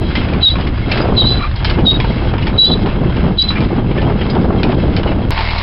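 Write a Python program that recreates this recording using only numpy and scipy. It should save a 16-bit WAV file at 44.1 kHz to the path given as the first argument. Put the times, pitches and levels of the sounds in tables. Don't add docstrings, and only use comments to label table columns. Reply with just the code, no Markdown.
import sys
import numpy as np
from scipy import signal
from scipy.fft import rfft, irfft, next_fast_len
from scipy.io import wavfile
from scipy.ndimage import uniform_filter1d, map_coordinates

SR = 44100
rng = np.random.default_rng(int(sys.argv[2]) if len(sys.argv) > 2 else 0)


def int16_out(signal):
    q = np.round(np.clip(np.atleast_2d(signal).T, -1, 1) * 32767)
    wavfile.write(sys.argv[1], SR, q.astype(np.int16))


def decibels_to_gain(level_db):
    exponent = np.asarray(level_db, float) / 20
    return 10 ** exponent


N = 247842
t = np.arange(N) / SR
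CUT_S = 5.3069


def unit(x):
    return x / np.sqrt(np.mean(x ** 2) + 1e-20)


def curves(rows):
    times, *columns = np.transpose(rows)
    return [np.interp(t, times, column) for column in columns]


def wobble(rate):
    points = rng.standard_normal(int(N * rate / SR) + 4)
    return map_coordinates(points, [t * rate])


def filtered(x, response):
    m = next_fast_len(len(x))
    return irfft(rfft(x, m) * response(np.fft.rfftfreq(m, 1 / SR)), m)[:len(x)]


def coloured(x, points):
    hz, db = np.transpose(points)

    def response(f):
        return decibels_to_gain(np.interp(np.log(f + 1), np.log(hz), db, left=-90, right=-90))

    return unit(filtered(x, response))


def noise():
    return rng.standard_normal(N)


# (frequency [Hz], width [Hz], level [dB])
ROD_MODES = [(899, 38, 2), (1150, 80, -3), (1760, 45, -7.5), (2142, 120, 4.5), (2377, 77, 0.5),
             (2638, 65, 4.5), (2916, 37, 1), (3234, 65, 3.5), (3750, 60, -18.5), (3900, 160, -1.5),
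             (4430, 43, -23), (4880, 65, -11)]


def rods(x, lean_db):
    f = np.fft.rfftfreq(next_fast_len(len(x)), 1 / SR)
    f = f[150 * len(x) // SR:6000 * len(x) // SR]
    response = 0
    for k, (centre, width, db) in enumerate(ROD_MODES):
        resonance = 1j * f * width / (centre * centre - f * f + 1j * f * width)
        response = response + (-1) ** k * decibels_to_gain(db + lean_db[k]) * resonance
    return filtered(x, lambda hz: np.interp(hz, f, response, left=0, right=0))


def chain(spectrum, level, grit, ring_db, spiky_db):
    spurts = decibels_to_gain(spiky_db * wobble(60) + 1.9 * wobble(400) + 2.4 * wobble(17))
    pebbles = (rng.random(N) < 110 / SR) * rng.uniform(0.17, 1, N)
    taps = signal.lfilter([1], [1, -.985], pebbles)
    soil = coloured((unit(spurts) + 0.42 * unit(taps) + 0.1) * noise(), spectrum)
    ring = np.zeros(N)
    for _ in range(4):
        knocks = noise() * decibels_to_gain(7.2 * np.clip(wobble(40), -2, 1.7))
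        ring += unit(rods(knocks, 4.9 * rng.standard_normal(len(ROD_MODES))))
    rattle = soil + decibels_to_gain(ring_db) * unit(ring)
    top = filtered(rattle, lambda f: 1 / (1 + (3500 / (f + 1)) ** 10))
    return level * (rattle - top) + grit * unit(top)


# (frequency [Hz], level [dB per Hz])
SOIL_BESIDE = [(350, -12), (600, -0.5), (748, -1), (1670, -3.5), (1910, -9.5), (2160, -10), (3170, -10),
               (4540, -23.5), (4980, -19.5), (5410, -32), (7030, -59.5), (11900, -120)]
# (time [s], rattle level [dB])
SOIL_LOAD = [(0, -34.5), (.17, -26.5), (.27, -31.5), (.82, -33), (1.0, -26), (1.12, -33), (1.27, -29),
             (1.55, -33), (1.68, -26), (1.86, -33.5), (2.04, -31), (3.08, -33), (3.22, -26.5), (3.38, -35),
             (3.57, -26), (3.68, -33), (5.06, -32.5), (5.3, -36)]


def chain_beside(squeal_power):
    load_db, = curves(SOIL_LOAD)
    grit_db = -43.5 + 1.1 * (load_db - load_db.mean()) + 1.6 * wobble(14)
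    grit = decibels_to_gain(grit_db) + decibels_to_gain(-31) * np.sqrt(squeal_power)
    return chain(SOIL_BESIDE, decibels_to_gain(load_db + 0.03), grit, ring_db=-6.5, spiky_db=0.5)


# (frequency [Hz], level [dB per Hz])
SOIL_REAR = [(88, -57), (150, -14), (308, -9), (353, -8), (513, -15), (545, -9.5), (855, -6), (1340, -12),
             (3200, -16), (4660, -16.5), (5410, -21.5), (7030, -59), (11900, -120)]


def chain_behind():
    return chain(SOIL_REAR, decibels_to_gain(-22), decibels_to_gain(-32.5), ring_db=-4.5, spiky_db=-1.0)


# (time [s], peak level [dB], ringing rod [Hz], brightness [dB])
LINK_BLOWS = [(0.1533, -6.5, 2080, -14), (0.2098, -20.5, 1076, -23), (0.2862, -18, 2590, -15.5),
              (0.334, -14.5, 1108, -18), (.602, -14, 1153, -15), (0.6693, -15, 1124, -15.5),
              (0.915, -6, 2650, -10.5), (0.9735, -13, 2555, -13), (1.0775, -22.5, 817, -23.5),
              (1.1444, -28.5, 916, -12.5), (1.5594, -26.5, 936, -2.5), (1.6462, -8, 3120, -6.5),
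              (1.698, -13, 3024, -8), (1.7911, -15, 823, -17.5), (2.0004, -11, 1018, -14),
              (2.381, -17, 940, -20), (2.4236, -18.5, 2880, -14), (2.4685, -10, 843, -16),
              (2.8883, -22.5, 870, -20), (3.1652, -16.5, 874, -15), (3.5567, -20.5, 2384, -16),
              (3.6052, -23, 2360, -7.5), (3.9758, -13, 1760, -25), (4.017, -17, 856, -17),
              (4.2109, -12, 3170, -21.5), (4.2997, -25.5, 1260, -2.5), (4.6311, -11, 2488, -12.5),
              (4.965, -11, 3064, -10), (5.5129, -20.5, 3270, -12.5), (5.5807, -15.5, 827, -6)]
# (time [s], peak level [dB], ringing rod [Hz], thud [dB])
STONE_BLOWS = [(.1096, -20, 2120, -0.5), (.5541, -17, 1080, 3), (1.0144, -18, 1188, 0),
               (1.047, -22.5, 797, 5.5), (1.4044, -20.5, 1150, -1), (1.4411, -19, 1072, 2.5),
               (2.0438, -17.5, 1080, 8), (2.3374, -15.5, 938, 4), (2.8594, -16.5, 982, 1.5),
               (3.0964, -26.5, 1005, 0), (3.2375, -17.5, 987, -3), (3.5039, -13, 1097, -1.5),
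               (3.6874, -26, 865, 4), (3.7758, -29.5, 920, -3), (3.9114, -18.5, 794, -3),
               (4.0814, -30, 810, 0.5), (4.3515, -21, 914, 6.5), (4.721, -17.5, 866, -10.5),
               (5.0315, -19, 780, 6), (5.0739, -20.5, 930, 3.5), (5.1168, -23.5, 820, 6),
               (5.3767, -10, 879, 0)]


def clanks():
    out, u = np.zeros(N + SR), t[:SR // 8]
    grain = decibels_to_gain(2.5 * wobble(500))
    thud = coloured(noise() * grain, [(450, -12), (750, -1), (1500, 1.5), (2000, -18.0)])
    body = coloured(noise() * grain, [(1300, -8.0), (1800, 3), (3400, 1.0), (4200, -19)])
    bright = coloured(noise() * grain, [(3000, -25.5), (3700, 3.0), (5400, -4.0), (6500, -16.0)])
    blows = [(s, db, hz, -5.5, bright_db) for s, db, hz, bright_db in LINK_BLOWS]
    blows += [(s, db, hz, thud_db, -19.5) for s, db, hz, thud_db in STONE_BLOWS]
    for s, db, hz, thud_db, bright_db in blows:
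        start = round(s * SR)
        hit = slice(start, start + len(u))
        grit = body[hit] + decibels_to_gain(thud_db - 0.5) * thud[hit] + decibels_to_gain(bright_db + 8.5) * bright[hit]
        v = u[:len(grit)]
        rise = 1 - np.exp(-v / .0004)
        fade = decibels_to_gain(-60 * v / 0.02) + 0.53 * decibels_to_gain(-60 * v / 0.15)
        swell = 1 - np.exp(-v / 0.0081)
        ring = decibels_to_gain(-3.5 - 60 * v / 0.084) * swell * np.sin(2 * np.pi * hz * v)
        out[hit][:len(v)] += decibels_to_gain(db - 9.5) * (grit * rise * fade + 2.5 * ring)
    every_rod = rods(out, np.zeros(len(ROD_MODES)))
    return out[:N] + 1.1 * every_rod[:N]


def squeal(spans, rough):
    out, hz = np.zeros(N), np.zeros(N)
    for rows in spans:
        times, pitches, levels_db = np.transpose(rows)
        inside = slice(round(times[0] * SR), round(times[-1] * SR))
        level = decibels_to_gain(np.interp(t[inside], times, levels_db))
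        pitch = np.interp(t[inside], times, pitches)
        hz[inside] = np.where(level > out[inside], pitch, hz[inside])
        out[inside] = np.maximum(level, out[inside])
    hz = np.where(out > 0, hz, spans[0][1][1]) + 25 * rough * wobble(160)
    grip = uniform_filter1d(out, size=100)
    loose = 1 / (1 + (grip / 0.35) ** 2)
    grip = grip * decibels_to_gain(6.1 * loose * np.sqrt(rough) * wobble(110))
    scrape = 1 + loose * (0.19 * wobble(500) + 0.15 * wobble(2400))
    return np.sqrt(2) * grip * scrape * np.sin(2 * np.pi * np.cumsum(hz) / SR)


# (time [s], hold [s], frequency [Hz], level [dB], fade over the hold [dB])
BEARING_LOCKS = [(0.419, .012, 3977, -22, 0.5), (0.434, 0.018, 3923, -8.5, 0), (.457, .032, 3796, -6, 0.5),
                 (0.507, .05, 3927, -16.5, 23), (1.172, .006, 4070, -19, 1.5), (1.18, .028, 3945, -8, 3.5),
                 (1.21, .02, 3810, -10, 9), (1.241, 0.026, 3846, -16.5, 1), (1.26, .038, 3993, -16.5, -3.5),
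                 (1.307, 0.024, 3980, -13, 7), (1.326, .17, 3980, -21, 23.5),
                 (1.858, .007, 3893, -20, -2.5), (1.87, 0.032, 3767, -7, 0.5), (1.908, .024, 3790, -13, 8),
                 (1.945, .03, 3800, -20.5, 11.5), (2.534, .03, 3900, -41.5, 2.5),
                 (2.588, .07, 3916, -5.5, 3), (2.665, .04, 3980, -15, 8), (2.72, .02, 3933, -9, 10),
                 (2.756, 0.04, 3960, -33, 15.5), (3.388, 0.041, 3928, -10, 6.5),
                 (3.439, .04, 4025, -18, 14.5), (3.492, 0.045, 3953, -15.5, 24.5)]
# (frequency [Hz], roughness, [(time [s], peak level [dB], release [s])])
WEAK_CATCHES = [
    (3470, 1, [(.5, -23.5, .02), (1.312, -30, .02), (2.675, -23.5, 0.072)]),
    (3140, 1, [(.437, -28, .012), (1.22, -23.5, 0.028), (1.89, -33, .03), (2.66, -27.5, .016), (3.403, -31, 0.037)]),
    (4800, 2.5, [(.486, -37, 0.013), (1.303, -26.5, .026), (2.667, -35, .024), (3.421, -31, .012)]),
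]


def bearing():
    grab_s, slip_s, edge_db = 0.01, .008, 21
    low, high = [], []
    for s, hold, hz, db, fade_db in BEARING_LOCKS:
        end, end_db = s + hold, db - fade_db
        rows = [(s - grab_s, hz + 50.4, db - edge_db), (s, hz, db),
                (end, hz, end_db), (end + slip_s, hz, end_db - edge_db)]
        (high if hz > 3870 else low).append(rows)
    strong = squeal(high, rough=.3) + squeal(low, rough=.3)
    weak = np.zeros(N)
    for hz, rough, catches in WEAK_CATCHES:
        spans = [[(s - .016, hz, db - 11), (s, hz, db), (s + release, hz, db - 11)]
                 for s, db, release in catches]
        weak += squeal(spans, rough)
    return decibels_to_gain(0.3) * strong + decibels_to_gain(-4.0) * weak


# (frequency [Hz], level [dB per Hz])
RUB_TONE = [(2700, -25.5), (3100, 0), (3600, -1), (4300, -5), (4700, -25.5)]


def dry_rub(squeal_power):
    return decibels_to_gain(-25.5 + 3.5 * wobble(70)) * squeal_power ** 0.27 * coloured(noise(), RUB_TONE)


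# (time [s], frequency [Hz], peak level [dB])
ROD_PINGS = [
    (1.012, 4880, -24),
    (1, 4800, -30.5),
    (2.2, 6100, -27),
    (4.302, 4850, -28.5),
    (5.07, 2900, -28.5),
    (2.002, 3290, -25.5),
    (3.555, 2370, -24),
]


def pings():
    out, u = np.zeros(N), t[:SR // 8]
    for s, hz, db in ROD_PINGS:
        pair = np.sin(2 * np.pi * hz * u) + .6 * np.sin(2 * np.pi * 1.03 * hz * u)
        fade = decibels_to_gain(db - 60 * u / 0.24 * max(1, hz / 2200))
        out[round(s * SR):][:len(u)] += fade * (1 - np.exp(-u / 0.00079)) * pair
    return out


# (time [s], frequency [Hz], level [dB])
ROD_CREAK = [
    (1.392, 1261, -38.5),
    (1.416, 1134, -23.5),
    (1.433, 1442, -25.5),
    (1.445, 1141, -24),
    (1.462, 1220, -27.5),
    (1.475, 1280, -36),
]


def creak():
    upper = [(s, 2360, db - 7) for s, hz, db in ROD_CREAK]
    return squeal([ROD_CREAK], rough=.25) + squeal([upper], rough=1.2)


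# (time [s], gust strength [dB], share of large eddies [dB])
GUSTS = [(0, -21.5, -1.5), (.35, -19, 0), (.81, -24, -0.5), (1.24, -12.5, 2.5), (1.53, -31.5, -1),
         (1.8, -14.5, 3.5), (2.12, -19.5, -1), (2.19, -19.5, 1), (2.46, -18.5, 1.5), (2.72, -14.5, -1),
         (3.13, -21, -2), (3.26, -12.5, 1.5), (3.39, -27.5, -3.5), (3.62, -16.5, -1), (4.13, -17, 2),
         (4.3, -21.5, -5.5), (4.38, -14.5, -0.5), (5.3, -17, 1)]
# (frequency [Hz], level [dB per Hz])
LARGE_EDDIES = [(8.8, -26), (15, -5), (70, 3.5), (130, -3.5), (170, -29.5), (290, -120)]
MIDDLE_EDDIES = [(60, -32), (110, 1.5), (200, 1), (330, -5), (500, -16.5), (900, -47.5)]
SMALL_EDDIES = [(200, -26), (330, 0.5), (550, -4.5), (800, -8.5), (1400, -19.5), (2400, -37.5),
                (4000, -50.5)]


def wind():
    gust_db, large_db = curves(GUSTS)
    calm_db = -20
    rumble_db = -18 + large_db + 1.0 * wobble(9)
    buffet_db = gust_db + 0.99 * wobble(11)
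    flutter_db = calm_db - 8 + 1.4 * (buffet_db - calm_db) + 1.9 * wobble(8)
    eddies = wobble(45)
    rumble = coloured(noise() * decibels_to_gain(0.48 * wobble(33)), LARGE_EDDIES) * decibels_to_gain(0.3 * eddies)
    buffet = coloured(noise() * decibels_to_gain(2.2 * eddies + 1.6 * wobble(90)), MIDDLE_EDDIES)
    flutter = coloured(noise() * decibels_to_gain(3.0 * eddies + 4.0 * wobble(160)), SMALL_EDDIES)
    return decibels_to_gain(rumble_db) * rumble + decibels_to_gain(buffet_db) * buffet + decibels_to_gain(flutter_db) * flutter


# (multiple of half the firing rate, level [dB])
ENGINE_ORDERS = [(1, -1.5), (2, 0), (3, -11.5), (4, 0), (5, -28.5), (6, -8), (7, -16.5), (8, -19.5),
                 (9, -16), (10, -11.5)]


def engine():
    firing_hz = 39.32
    turn = np.pi * firing_hz * (t - 5.333) + 0.12 * wobble(14)
    throb = sum(decibels_to_gain(db) * np.cos(k * turn - .25 * k) for k, db in ENGINE_ORDERS)
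    return unit(decibels_to_gain(1.4 * wobble(11)) * throb)


# (frequency [Hz], level [dB per Hz])
EXHAUST_TONE = [(15, -14), (30, 3.5), (60, -7), (120, 5), (200, -19), (400, -17.5)]


def exhaust():
    return decibels_to_gain(-31) * coloured(noise(), EXHAUST_TONE)


def scene():
    throb = engine()
    squeals = bearing()
    power = np.abs(uniform_filter1d(squeals ** 2, size=1100))
    duck = 1 / np.sqrt(1 + power / 0.055)
    rest = chain_beside(power) + wind() + decibels_to_gain(-23) * throb
    beside = squeals + duck * rest + dry_rub(power)
    behind = chain_behind() + decibels_to_gain(-18.5) * throb + exhaust()
    mix = np.where(t < CUT_S, beside, behind) + clanks() + pings() + creak()
    return mix[None]


def shot(x):
    x = np.pad(x, 4096, mode="reflect")
    loud = np.sqrt(np.abs(uniform_filter1d(x * x, size=900)))
    x = 1.224 * x / (1 + (loud / 0.49) ** 2) ** 0.43
    x = x / (1 + np.abs(x / 0.92) ** 4) ** .25
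    return filtered(x, lambda f: 1 / (1 + (f / 5400) ** 44) * (f < 5560))[4096:-4096]


def roll_off(x):
    return signal.sosfilt(signal.butter(12, 16000, fs=SR, output="sos"), x)


def record(dry):
    cut = round(CUT_S * SR)
    first, second = shot(dry[0, :cut]), shot(dry[0, cut:])
    first = first + (.16 - first[0]) * np.exp(-t[:cut] / .003)
    landing = first[-1] - .55 * np.sign(first[-1])
    second = second + (landing - second[0]) * np.exp(-t[:N - cut] / .002)
    mix = np.concatenate([first, second])[None] + .002
    return roll_off(mix)


dry = scene()
out = record(dry)
int16_out(out)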